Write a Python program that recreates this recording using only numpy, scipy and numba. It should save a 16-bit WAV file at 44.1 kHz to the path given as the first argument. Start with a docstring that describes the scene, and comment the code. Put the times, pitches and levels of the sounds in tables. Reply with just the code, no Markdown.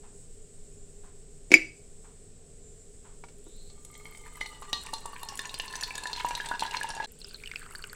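"""Cicadas through an open door, mains hum, room rumble and a ticking wall clock: then a drink is poured.
A jug's lid clacks as ceramic resonances; fine spray and a hissing spout announce the drink. Gulps, ice and stream
drive the ringing modes of a copper mug, whose wall rings sink as it fills, under a splash of bubbles.
After a cut, a dropout of a few milliseconds, the nearly full mug only gurgles: bubble tones and dull wall knocks."""
import sys
import numpy as np
from scipy import signal
from scipy.fft import rfft, irfft, next_fast_len
from scipy.io import wavfile
from scipy.ndimage import uniform_filter1d, map_coordinates
from numba import njit

SR = 44100
rng = np.random.default_rng(int(sys.argv[2]) if len(sys.argv) > 2 else 0)


def gain_from_decibels(decibels):
    """Convert decibel values to linear amplitude factors."""
    exponent = np.asarray(decibels, float) / 20
    return 10 ** exponent


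def generate_wav(sig):
    """Save sig (samples, or channels by samples) to the path in sys.argv[1] as 16-bit PCM at SR."""
    pcm = np.round(np.clip(np.atleast_2d(sig).T, -1, 1) * 32767).astype(np.int16)
    wavfile.write(sys.argv[1], SR, pcm)


N = 350595
T = np.arange(N) / SR


def unit(x):
    """Scale to rms 1."""
    return x / np.sqrt(np.mean(x ** 2) + 1e-20)


def along(points, hz):
    """Read (frequency [Hz], value) points on a log frequency axis."""
    f, v = np.transpose(points)
    return np.interp(np.log(hz + 1), np.log(f + 1), v)


def curves(rows, **ends):
    """One value per sample for each column after the time."""
    s, *columns = np.transpose(rows)
    return [np.interp(T, s, column, **ends) for column in columns]


def wobble(rate):
    """A smooth random curve, rate knots a second."""
    knots = rng.standard_normal(int(N * rate / SR) + 4)
    return map_coordinates(knots, [T * rate])


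def noise(gain):
    """Noise of rms 1 coloured by a gain over frequency."""
    m = next_fast_len(N)
    spectrum = rfft(rng.standard_normal(m)) * gain(np.fft.rfftfreq(m, 1 / SR))
    return unit(irfft(spectrum, m)[:N])


def shaped(spectrum):
    """Noise of rms 1 with a (frequency [Hz], level [dB]) spectrum."""
    return noise(lambda hz: gain_from_decibels(along(spectrum, hz)))


def train(times, sizes):
    """Impulses of given sizes."""
    at = (np.asarray(times) * SR).astype(int)
    return np.bincount(np.clip(at, 0, N - 1), sizes, N)


def soft(x, size):
    """A contact lasts a little while: impulses become short pushes."""
    return np.convolve(x, np.hanning(size + 2) * 2 / (size + 1))[:N]


def fade(x, t60):
    """Every impulse becomes an exponential decay."""
    return signal.lfilter([1], [1, -gain_from_decibels(-60 / (abs(t60) * SR))], x)


@njit
def recur(drive, pole):
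    """One-pole memory with a pole for each sample."""
    out = drive.copy()
    for k in range(1, len(out)):
        out[k] += pole[k] * out[k - 1]
    return out


def mode(drive, hz, t60):
    """A resonance whose pitch and decay may move: a unit impulse rings as a unit sine."""
    pole = gain_from_decibels(-60 / (np.abs(t60) * SR)) * np.exp(2j * np.pi * hz / SR) * np.ones(N)
    return recur(drive + 0j, pole).imag


def grains(times, hz, sizes, t60, rise, size=2048):
    """Damped sines whose pitch climbs as they die, the term rise setting how far."""
    t = np.arange(size)[None] / SR
    life = t / t60[:, None]
    phase = 2 * np.pi * hz[:, None] * t * (1 + rise * np.minimum(life, 1))
    onset = 1 - np.exp(-t / 0.00036)
    wave = np.sin(phase) * gain_from_decibels(-60 * life) * onset
    at = (times * SR).astype(int)[:, None] + np.arange(size)
    return np.bincount(at.ravel(), (sizes[:, None] * wave).ravel(), N + size)[:N]


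def crowd(start, count):
    """Random times from start to the end, with three more uniform draws each."""
    when, *rest = rng.random((count, 4)).T
    return start + when * (N / SR - start), *rest


# room rumble: (frequency [Hz], relative level [dB per Hz])
RUMBLE = [(5.9, -30.5), (10, 5), (24, -0.5), (44, -13.5), (105, -16.5), (124, -28), (142, -18),
          (223, -23.5), (248, -27), (371, -28), (402, -13.5), (525, -29.5), (724, -34.5), (897, -43.5),
          (6000, -44), (7800, -73.5), (13200, -120)]
RUMBLE_DB = -48
# mains hum: (frequency [Hz], amplitude [dB])
HUM_LINES = [(102.3, -70.5), (150.7, -64.5), (247.6, -69)]


def background():
    """Room rumble as shaped noise, mains hum as gently wavering sines."""
    hum = sum(gain_from_decibels(db + 0.84 * wobble(4.4)) * np.sin(2 * np.pi * hz * T) for hz, db in HUM_LINES)
    return gain_from_decibels(RUMBLE_DB) * shaped(RUMBLE) + hum


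# smooth band of the far chorus: (frequency [Hz], relative level [dB per Hz])
CICADA_BAND = [(3240, -49), (5500, -12.5), (5700, -23), (6110, -14), (6500, -10), (7140, -6.5), (7860, 3),
               (9510, -14.5), (10700, -25.5), (14800, -31.5), (15800, -33)]
# the nearer singers: (frequency [Hz], full width 18 dB down [Hz], relative level [dB])
NEAR_SINGERS = [(6800, 130, -3.5), (7290, 34, 3), (7800, 17, -2.5), (8400, 60, 1), (8640, 19, -2),
                (9050, 28, -7)]
# swell of all the cicadas: (time [s], level of the far band [dB])
CHORUS_LEVEL = [(0.0, -59), (2.57, -60), (6.0, -58.5), (7.1, -62.5), (7.95, -57)]


def singer(centre_hz, width_hz):
    """One insect's song: noise narrowed to a resonant line."""
    return noise(lambda hz: 1 / (1 + ((hz - centre_hz) / (0.19 * width_hz)) ** 2))


def cicadas():
    """A far chorus as a smooth band, nearer singers as narrow wavering lines."""
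    near = sum(gain_from_decibels(db + 2.5 * wobble(5)) * singer(hz, width) for hz, width, db in NEAR_SINGERS)
    far = gain_from_decibels(wobble(18)) * shaped(CICADA_BAND)
    return gain_from_decibels(curves(CHORUS_LEVEL)[0]) * (far + gain_from_decibels(-5.0) * unit(near))


# colour of the clock case: (frequency [Hz], relative level [dB])
CLOCK_COLOUR = [(700, -2), (1080, 0.5), (1250, -5), (1380, -3), (1900, -9), (2400, -12), (4000, -17)]
FIRST_TICK_S, TICK_GAP_S, TICK_DB = 0.026, 1.005, -58.5


def clock():
    """About once a second a soft scraping tick: a noise burst and a fainter one behind it."""
    s = FIRST_TICK_S + TICK_GAP_S * np.arange(7)
    size = gain_from_decibels(TICK_DB + rng.standard_normal(len(s)))
    contacts = train(s, size) + train(s + 0.036, size * gain_from_decibels(-20.0))
    swell = uniform_filter1d(fade(contacts, 0.36), size=500, origin=249)  # softens the onset
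    return swell * shaped([(500, -62)] + CLOCK_COLOUR + [(6000, -55)])


# lid contacts, relative levels: (time [s], ring [dB], thud [dB], knock [dB], crack [dB])
LID_CONTACTS = [(1.506, -44, -24, -57, -48), (1.517, -8, -7.5, -25, -27.5), (1.5332, -14, -20, -44, -47),
                (1.54, 8.5, -10, -37, -46), (1.549, -27, -15.5, -43.5, -44), (1.556, -28, -16, -55, -39),
                (3.238, -39.5, -55, -37, -57), (3.285, -50.5, -72.5, -54, -56), (3.466, -72, -37, -51, -79)]
# ring of jug and lid: (frequency [Hz], relative level [dB], t60 [s])
CERAMIC_MODES = [(1850, -25, 0.028), (2129, -18, 0.024), (2271, -5, 0.042), (2340, -6, 0.02),
                 (2540, -11.5, 0.035), (3060, -34.5, 0.028), (4064, -35.5, 0.031), (4770, -26.5, 0.075),
                 (5020, -33.5, .08), (5410, -36, .09), (5870, -41.5, .08), (5960, -38.5, 0.12),
                 (7110, -28.5, .05), (9570, -36.5, .03), (11400, -40.5, .03)]
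# the jug's hollow belly: (frequency [Hz], relative level [dB], t60 [s])
BELLY_MODES = [(272, -12.5, 0.072), (328.6, 0.5, .1), (370, -3, 0.11), (502, -5.5, 0.082),
               (637, -7.5, 0.031)]
# the jug's neck: (frequency [Hz], relative level [dB], t60 [s])
NECK_MODES = [(800, -4, .05), (950, 4.5, 0.036), (1150, -0.5, 0.036), (1400, -2.5, .05), (1650, -9.5, .04)]


def jug():
    """The lid rattles on the rim: ceramic ring, hollow belly and neck, and a crack."""
    s, ring_db, thud_db, knock_db, crack_db = np.transpose(LID_CONTACTS)
    blows = train(s, gain_from_decibels(ring_db))
    # subtracting a fast decay lets the ring build up in a millisecond
    ring = sum(gain_from_decibels(db) * (mode(blows, hz, t60) - mode(blows, hz, 0.0038)) for hz, db, t60 in CERAMIC_MODES)
    thud = sum(mode(soft(train(s, gain_from_decibels(thud_db - 10.5 + db)), size=40), hz, t60)
               for hz, db, t60 in BELLY_MODES)
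    knock = sum(mode(soft(train(s, gain_from_decibels(knock_db - 7.5 + db)), size=12), hz, t60)
                for hz, db, t60 in NECK_MODES)
    colour = shaped([(700, -34), (1500, -3.0), (6000, -3.5), (8000, -10.0), (15500, -30.0)])
    crack = fade(train(s, gain_from_decibels(crack_db)), 0.088) * colour
    no_bass = signal.butter(4, 210, "high", fs=SR, output="sos")  # too small to radiate bass
    return signal.sosfilt(no_bass, ring + thud + knock + crack)


# the finest mist: (time [s], level [dB])
MIST = [(3.3, -78.5), (3.8, -75.5), (4.37, -66), (4.83, -67), (5.32, -63), (6.76, -64.5), (7.03, -81),
        (7.24, -65), (7.35, -67.5), (7.95, -66)]
# the larger droplets bursting: (time [s], strength [dB], pitch [Hz])
BIG_DROPLETS = [(3.3831, -45, 8940), (3.442, -46.5, 10760), (3.677, -51, 9100), (3.8503, -39.5, 9700),
                (3.9778, -41, 13700), (4.267, -40.5, 9450), (4.3704, -40.5, 12100), (4.4113, -36, 10700),
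                (4.4737, -36, 9700), (4.7291, -41, 9500), (4.8355, -31, 8600), (4.9346, -28.5, 9170),
                (5.0592, -31, 9300), (5.2313, -27, 11200), (5.2954, -43, 9000), (5.3552, -28, 8960),
                (5.3768, -29, 9800), (5.3917, -28, 8900), (5.418, -32, 9100), (5.5407, -30, 8830),
                (5.5881, -28, 9700), (5.729, -35, 9920), (5.7642, -28, 8850), (5.83, -26, 8800),
                (5.9543, -38, 8770), (5.9791, -26, 9000), (6.0384, -39, 8700), (6.1701, -35, 9800),
                (6.2636, -33, 13500), (6.289, -31, 8700), (6.3722, -35, 11900), (6.4873, -38, 9500),
                (6.6045, -32, 8950), (6.637, -31, 9300), (6.8069, -33, 8800), (6.8321, -27, 8800),
                (6.8894, -37, 9100), (7.1196, -36.5, 11900), (7.1895, -40, 8700), (7.4253, -42, 8800),
                (7.5946, -33, 8500), (7.7084, -38, 8460), (7.7842, -33.5, 8350), (7.8722, -33.5, 8500),
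                (7.93, -34, 11900)]


def spray():
    """Droplets burst as tiny bright ticks over a flickering mist."""
    mist_db, = curves(MIST, left=-120)
    s, pitch, size, _ = crowd(3.8, count=95)
    small_db = mist_db[(s * SR).astype(int)] + 21.5 + 18 * (size - 0.5)  # lesser droplets follow the mist
    small = zip(s, small_db, 8700 * 1.5 ** pitch ** 3)
    s, db, hz = np.transpose(BIG_DROPLETS + list(small))
    bright = [(6000, -31), (8500, 6.0), (11000, -5), (15800, -8.0)]
    tones = grains(s, hz, gain_from_decibels(db + 2), np.full(len(s), .006), rise=0.012, size=512)
    spits = fade(train(s, gain_from_decibels(db - 11.5)), 0.015) * shaped(bright)
    times, _, size, _ = crowd(2.7, count=900)
    mist = fade(train(times, gain_from_decibels(-3 * np.log(size))), 0.014) * shaped(bright)
    return tones + spits + gain_from_decibels(mist_db) * unit(mist)


# air in the spout: (time [s], pitch [Hz], level [dB])
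SPOUT_AIR = [(3.44, 3600, -80.5), (3.55, 3950, -74), (3.63, 4150, -71.5), (3.7, 4120, -78),
             (3.76, 4150, -89)]


def spout():
    """Air hisses in the spout, as noise through a gliding resonance, while the drink starts to run."""
    hz, db = curves(SPOUT_AIR, left=-120, right=-120)
    hz = np.abs(hz)
    hiss = mode(mode(rng.standard_normal(N), hz, 0.0035), hz, 0.0035)
    return gain_from_decibels(db) * unit(hiss) * gain_from_decibels(2 * wobble(40))


# the falling stream, relative levels: (time [s], wall drive [dB], splash [dB])
STREAM_FLOW = [(3.75, -70.5, -77), (3.9, -68.5, -65), (4.3, -54.5, -57), (5.17, -49, -44),
               (5.7, -49, -42.5), (6.0, -42.5, -38.5), (6.45, -44, -33), (6.9, -39.5, -38),
               (7.06, -41, -29.5)]
# the sound is cut here and drops out for a few milliseconds: (start [s], end [s])
CUT = (7.062, 7.07)


def lesser_blows(level_db, count):
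    """Random blows of the pour before the cut, growing: time, strength in dB, uniform draw for pitch."""
    when, size, pitch = rng.random((count, 3)).T
    start = STREAM_FLOW[1][0]
    s = start + when * (CUT[0] - start)
    growth_db = 2.5 * (s - s.mean())
    return s, level_db + growth_db + 18 * (size - 0.5), pitch


# the stronger gulps thumping the wall: (time [s], strength [dB], centre [Hz])
STRONG_GULPS = [(3.9, -51, 2130), (3.93, -46, 2130), (3.952, -39, 2050), (4.055, -29.5, 2205),
                (4.124, -38, 2200), (4.149, -32.5, 2184), (4.238, -39.5, 2160), (4.356, -36.5, 2040),
                (4.412, -15, 2093), (4.459, -28, 2060), (4.622, -28, 1070), (4.729, -32, 834),
                (4.933, -21.5, 903), (5.056, -24, 938), (5.132, -29.5, 1150), (5.233, -26.5, 950),
                (5.323, -31.5, 822), (5.392, -19.5, 1805), (5.455, -31, 1720), (5.597, -26, 1800),
                (5.738, -24, 1750), (5.826, -21.5, 1760), (5.907, -20.5, 2340), (5.982, -26, 1700),
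                (6.035, -33, 1023), (6.056, -17, 1743), (6.247, -14.5, 952), (6.309, -22.5, 950),
                (6.353, -29, 954), (6.401, -16, 1702), (6.47, -32, 895), (6.513, -17, 980),
                (6.516, -16, 1484), (6.54, -22, 1560), (6.623, -16, 891), (6.812, -17, 1700),
                (6.844, -24.5, 895), (6.903, -30, 930), (6.967, -26, 810), (7.0, -19, 1670),
                (7.002, -22, 862), (7.045, -29.5, 920)]
# the stronger ice clinks: (time [s], strength [dB], centre [Hz], treble relative to strength [dB])
STRONG_CLINKS = [(3.7, -41.5, 4400, -24.5), (3.8493, -39.5, 7800, 3.5), (3.953, -41, 3240, -11.5),
                 (4.0554, -42, 3210, -19), (4.1735, -38.5, 8500, -6), (4.3551, -42.5, 3100, -10.5),
                 (4.4086, -28.5, 3220, -15), (4.4603, -28.5, 4210, -17), (4.73, -11.5, 3820, -25),
                 (4.8626, -28.5, 8270, -11), (4.9366, -19, 4110, -12), (4.9826, -31, 7900, -21),
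                 (5.058, -28.5, 9100, -6), (5.232, -29.5, 3630, -9), (5.2871, -22.5, 5540, -10.5),
                 (5.3733, -29.5, 6750, -4.5), (5.3926, -19, 3620, -17), (5.4545, -24.5, 6700, -15),
                 (5.494, -27, 3780, -16), (5.5423, -20, 4680, -19), (5.5987, -14.5, 2855, -29),
                 (5.6799, -25.5, 4340, -32), (5.7264, -27, 4250, -18), (5.7549, -19, 6040, -17),
                 (5.8099, -19.5, 6900, -14), (5.8348, -13.5, 4430, -32), (5.9538, -20.5, 6830, -12),
                 (5.9802, -24, 3660, -6.5), (6.0364, -25, 4200, -7), (6.0714, -23.5, 3720, -14),
                 (6.1312, -17.5, 4180, -38), (6.162, -22.5, 4050, -31), (6.2513, -26, 2870, -14),
                 (6.2861, -25, 5920, -9), (6.3086, -24, 2400, -21.5), (6.3514, -17.5, 3850, -14),
                 (6.407, -25.5, 3170, -22), (6.4593, -22.5, 8020, -16), (6.4877, -26, 3590, -7.5),
                 (6.595, -20, 4230, -13), (6.6075, -19, 3970, -17), (6.6637, -23, 3920, -16),
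                 (6.7103, -22, 2820, -15), (6.7688, -17.5, 4145, -22), (6.8325, -23, 2860, -12),
                 (6.8894, -24.5, 9400, -14.5), (6.9033, -22.5, 5540, -17), (6.9498, -27, 6800, -9),
                 (7.0451, -24.5, 4010, -27)]
# wall modes loaded by the rising drink: (time [s], first [Hz], second [Hz], third [Hz])
SINKING_MODES = [(3.801, 1191, 2200, 3250), (4.3, 1217, 2112, 3060), (4.45, 1226, 2035, 2960),
                 (4.9, 1150, 1830, 2844), (5.4, 1096, 1768, 2830), (5.9, 1010, 1734, 2610),
                 (6.3, 960, 1662, 2790), (7.1, 889, 1682, 2750)]
# rim, handle and base modes that keep their pitch: (frequency [Hz], relative level [dB], t60 when empty [s])
COPPER_MODES = [(574, -28, 0.033), (888, 4, 0.036), (1492, -13.5, 0.052), (2400, -28, 0.024),
                (2570, -21.5, 0.074), (3364, -15.5, 0.05), (3600, -4, 0.11), (3860, -3.5, 0.07),
                (4217, -5.5, 0.32), (4570, -3.5, 0.094), (5085, -11.5, 0.22), (5852, -4, 0.11),
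                (6840, -6.5, 0.13), (7620, -15, .1), (8850, -6, 0.088), (9580, -9, 0.073)]


def blows_on_mug():
    """All gulps and clinks; small gulps favour the base or one wall mode, small clinks any high pitch."""
    s, db, pitch = lesser_blows(-43.5, count=80)
    first, second, third = (hz[(s * SR).astype(int)] for hz in curves(SINKING_MODES))
    centre_hz = np.choose((pitch * 4).astype(int), [first, second, third, COPPER_MODES[1][0]])
    gulps = STRONG_GULPS + list(zip(s, db, centre_hz))
    s, db, pitch = lesser_blows(-42, count=70)
    clinks = STRONG_CLINKS + list(zip(s, db, 2500 * 3.6 ** pitch, np.full(len(s), -12.5)))
    return gulps, clinks


# the three sinking modes, one row each: (relative level [dB], t60 when empty [s])
WALL_MODES = [(0, 0.17), (0.998, 0.09), (3, 0.055)]
# how full the mug is: (time [s], share of the wall under the drink [0-1])
FILL_LEVEL = [(3.8, 0.08), (4.9, 0.22), (5.4, 0.56), (7.1, 0.79)]
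# crack of the ice: (frequency [Hz], relative level [dB])
ICE_CRACK = [(2000, -8), (2600, 3.5), (6500, 2.5), (8000, -34)]
# treble of the crack: (frequency [Hz], relative level [dB])
ICE_TREBLE = [(5500, -26), (7000, 3), (10000, -4.5), (15800, -33)]


def mug():
    """Gulps, ice and stream drive the same copper modes; the rising drink damps and detunes them."""
    gulps, clinks = blows_on_mug()
    s, strength_db, centre_hz = np.transpose(gulps + [row[:3] for row in clinks])
    drive_db, _ = curves(STREAM_FLOW, left=-120, right=-120)
    fill, = curves(FILL_LEVEL)
    # the stream arrives in lumps
    lumps = gain_from_decibels((6.5 + 3.7 * fill) * np.tanh(wobble(35)) + 4.23 * wobble(250))
    at = (s * SR).astype(int)
    ring = np.zeros(N)
    # the stream strikes the wall itself; the other modes are sheltered by 4 dB
    wall = [(hz, db, t60, 0) for hz, (db, t60) in zip(curves(SINKING_MODES), WALL_MODES)]
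    for hz, db, t60, sheltered_db in wall + [(*row, -4) for row in COPPER_MODES]:
        hz = hz * np.ones(N)
        # a blow favours the modes near its own pitch
        reach_db = np.maximum(-90 * np.log(hz[at] / centre_hz) ** 2, -11 - 8 * fill[at])
        blows = soft(train(s, gain_from_decibels(strength_db + reach_db - 14)), size=4)
        log_pitch = np.log(hz / 1000)
        flow_db = drive_db + sheltered_db - 34.5 - 3.9 * log_pitch
        flow = gain_from_decibels(flow_db) * lumps * rng.standard_normal(N)
        t60_share = np.clip(1 - fill * (0.32 + 0.39 * log_pitch), .15, 1)
        ring += gain_from_decibels(db) * mode(blows + flow, hz + (4 + 4 * fill) * wobble(60), t60 * t60_share)
    # trapped air and ice ring briefly
    own = grains(s, centre_hz, gain_from_decibels(strength_db - 10.5), 45 / centre_hz + 0.027, rise=0.011)
    s, strength_db, _, treble_db = np.transpose(clinks)
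    crack = fade(train(s, gain_from_decibels(strength_db - 14)), 0.023) * shaped(ICE_CRACK)
    treble = fade(train(s, gain_from_decibels(strength_db + treble_db - 3)), 0.023) * shaped(ICE_TREBLE)
    return ring + own + crack + treble


# colour of the splash: (frequency [Hz], relative level [dB per Hz])
SPLASH_COLOUR = [(590, -21), (1000, 30), (1070, -11.5), (1300, -15), (1720, -12), (4330, -13.5),
                 (15800, -17)]


def splash():
    """A dense crowd of small bubbles in clumps over a patchy hiss, following the flow."""
    times, pitch, size, life = crowd(2.9, count=6000)
    hz = 1400 * 7.5 ** pitch
    sizes = gain_from_decibels(along(SPLASH_COLOUR, hz) * 1.15 - 2 * np.log(size))
    fizz = unit(grains(times, hz, sizes, (3 + 12 * life) / hz, rise=0.025, size=640))
    clumps = unit(gain_from_decibels(6.4 * wobble(40) + 3.3 * wobble(150)))
    level = gain_from_decibels(curves(STREAM_FLOW, left=-120, right=-120)[1]) * clumps
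    return level * (gain_from_decibels(-13.5) * fizz + gain_from_decibels(-12.5) * shaped(SPLASH_COLOUR))


# the trickle after the cut: (time [s], relative burble level [dB], central bubble pitch [Hz])
TRICKLE_FLOW = [(7.075, -61, 2560), (7.16, -61, 4460), (7.263, -45.5, 4657), (7.38, -52.5, 3900),
                (7.42, -54, 2640), (7.63, -47.5, 2400), (7.67, -53.5, 1650), (7.95, -55.5, 1820)]


def trickle():
    """In the full mug short bubbles burble around a pitch set by the hollow the stream digs."""
    level_db, centre_hz = curves(TRICKLE_FLOW, left=-120)
    times, pitch, size, life = crowd(CUT[1], count=900)
    hz = centre_hz[(times * SR).astype(int)].clip(600) * 3.2 ** (pitch - .5)
    burble = grains(times, hz, gain_from_decibels(-3 * np.log(size)), (10 + 25 * life) / hz, rise=0.057, size=1024)
    return gain_from_decibels(level_db - 3.0) * burble


# the larger bubbles in the full mug: (time [s], strength [dB], pitch [Hz])
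BIG_BUBBLES = [(7.1098, -48.5, 2600), (7.2045, -37.5, 5140), (7.216, -28, 4180), (7.245, -22.5, 5010),
               (7.292, -34.5, 4600), (7.31, -32.5, 4500), (7.3444, -24.5, 4220), (7.358, -31.5, 4050),
               (7.4373, -23.5, 2320), (7.459, -25.5, 2980), (7.4742, -23, 2830), (7.5148, -20.5, 2170),
               (7.537, -26, 1600), (7.5587, -15.5, 2540), (7.628, -34, 1280), (7.663, -30, 1320),
               (7.71, -32, 1340), (7.726, -39, 2750), (7.7506, -22, 1604), (7.756, -25.5, 4500),
               (7.7922, -32, 1550), (7.8239, -28.5, 4500), (7.84, -22, 2850), (7.841, -24.5, 1500),
               (7.897, -32, 4500), (7.931, -25.5, 1520)]
# damped modes of the nearly full mug: (frequency [Hz], relative level [dB], t60 [s])
FULL_MUG_MODES = [(1520, -4, .015), (2750, -5.5, 0.015), (4500, -4, 0.016)]


def plops():
    """Rising bubble tones, each with a spit of noise and a smaller follower; the full mug answers dully."""
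    s, db, hz = np.transpose(BIG_BUBBLES)
    late, shift, life = rng.random((len(s), 3)).T
    t60 = 0.014 * (0.71 + 0.52 * life)
    tones = grains(s, hz, gain_from_decibels(db - 4.0), t60, rise=0.017, size=1024)
    follow_s = np.minimum(s + 0.0028 + 0.004 * late, 7.94)
    followers = grains(follow_s, hz * (0.83 + 0.25 * shift), gain_from_decibels(db - 15), t60, rise=0.11, size=1024)
    spit = fade(train(s, gain_from_decibels(db - 19)), .01) * shaped([(800, -24), (1500, -1), (5000, 12), (8000, -15.0)])
    flow = gain_from_decibels(curves(TRICKLE_FLOW, left=-120)[0] + 6.3 * wobble(110)) * rng.standard_normal(N)
    knocks = soft(train(s, gain_from_decibels(db - 25)), size=3) + gain_from_decibels(-34.5) * flow
    wall = sum(gain_from_decibels(level) * mode(knocks * gain_from_decibels(4.8 * wobble(30)), f, ring) for f, level, ring in FULL_MUG_MODES)
    return tones + followers + spit + wall


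# decay of the room: (frequency [Hz], t60 [s])
ROOM_DECAY = [(200, 0.4), (2000, .3), (6000, 0.42), (12000, 0.26)]


def room(x):
    """Diffuse answer of the room, each frequency dying at its own speed."""
    hz, t, z = signal.stft(rng.standard_normal(SR // 2), SR, nperseg=256)
    decay = gain_from_decibels(-60 * t / along(ROOM_DECAY, hz)[:, None])
    tail = signal.istft(z * decay, SR, nperseg=256)[1]
    delayed = np.pad(x, (200, 0))
    return signal.fftconvolve(delayed, tail / np.linalg.norm(tail))[:N]


def scene():
    """Table sounds in the room over the steady background, all muted for the short dropout at the cut."""
    steady = background() + cicadas() + clock()
    lid = jug()
    drops = spray() + spout() + trickle() + plops()
    pour = mug() + splash()
    before_cut = lid + pour + gain_from_decibels(-15.5) * room(lid) + gain_from_decibels(-8.5) * room(pour)
    before_cut = before_cut * (T < CUT[1])  # the cut chops off its tails
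    echo = gain_from_decibels(-19) * room(drops)
    sounding = np.clip(np.maximum(CUT[0] - T, T - CUT[1]) / 0.0021, 0, 1)
    return (sounding * (before_cut + drops + echo + steady))[None]


def top_cut(x):
    """Nothing passes above the cut-off."""
    return signal.sosfilt(signal.butter(12, 15980, fs=SR, output="sos"), x)


def record(dry):
    """The input clips at full scale."""
    mix = np.clip(dry, -1, 1)
    return top_cut(mix)


dry = scene()
out = record(dry)
generate_wav(out)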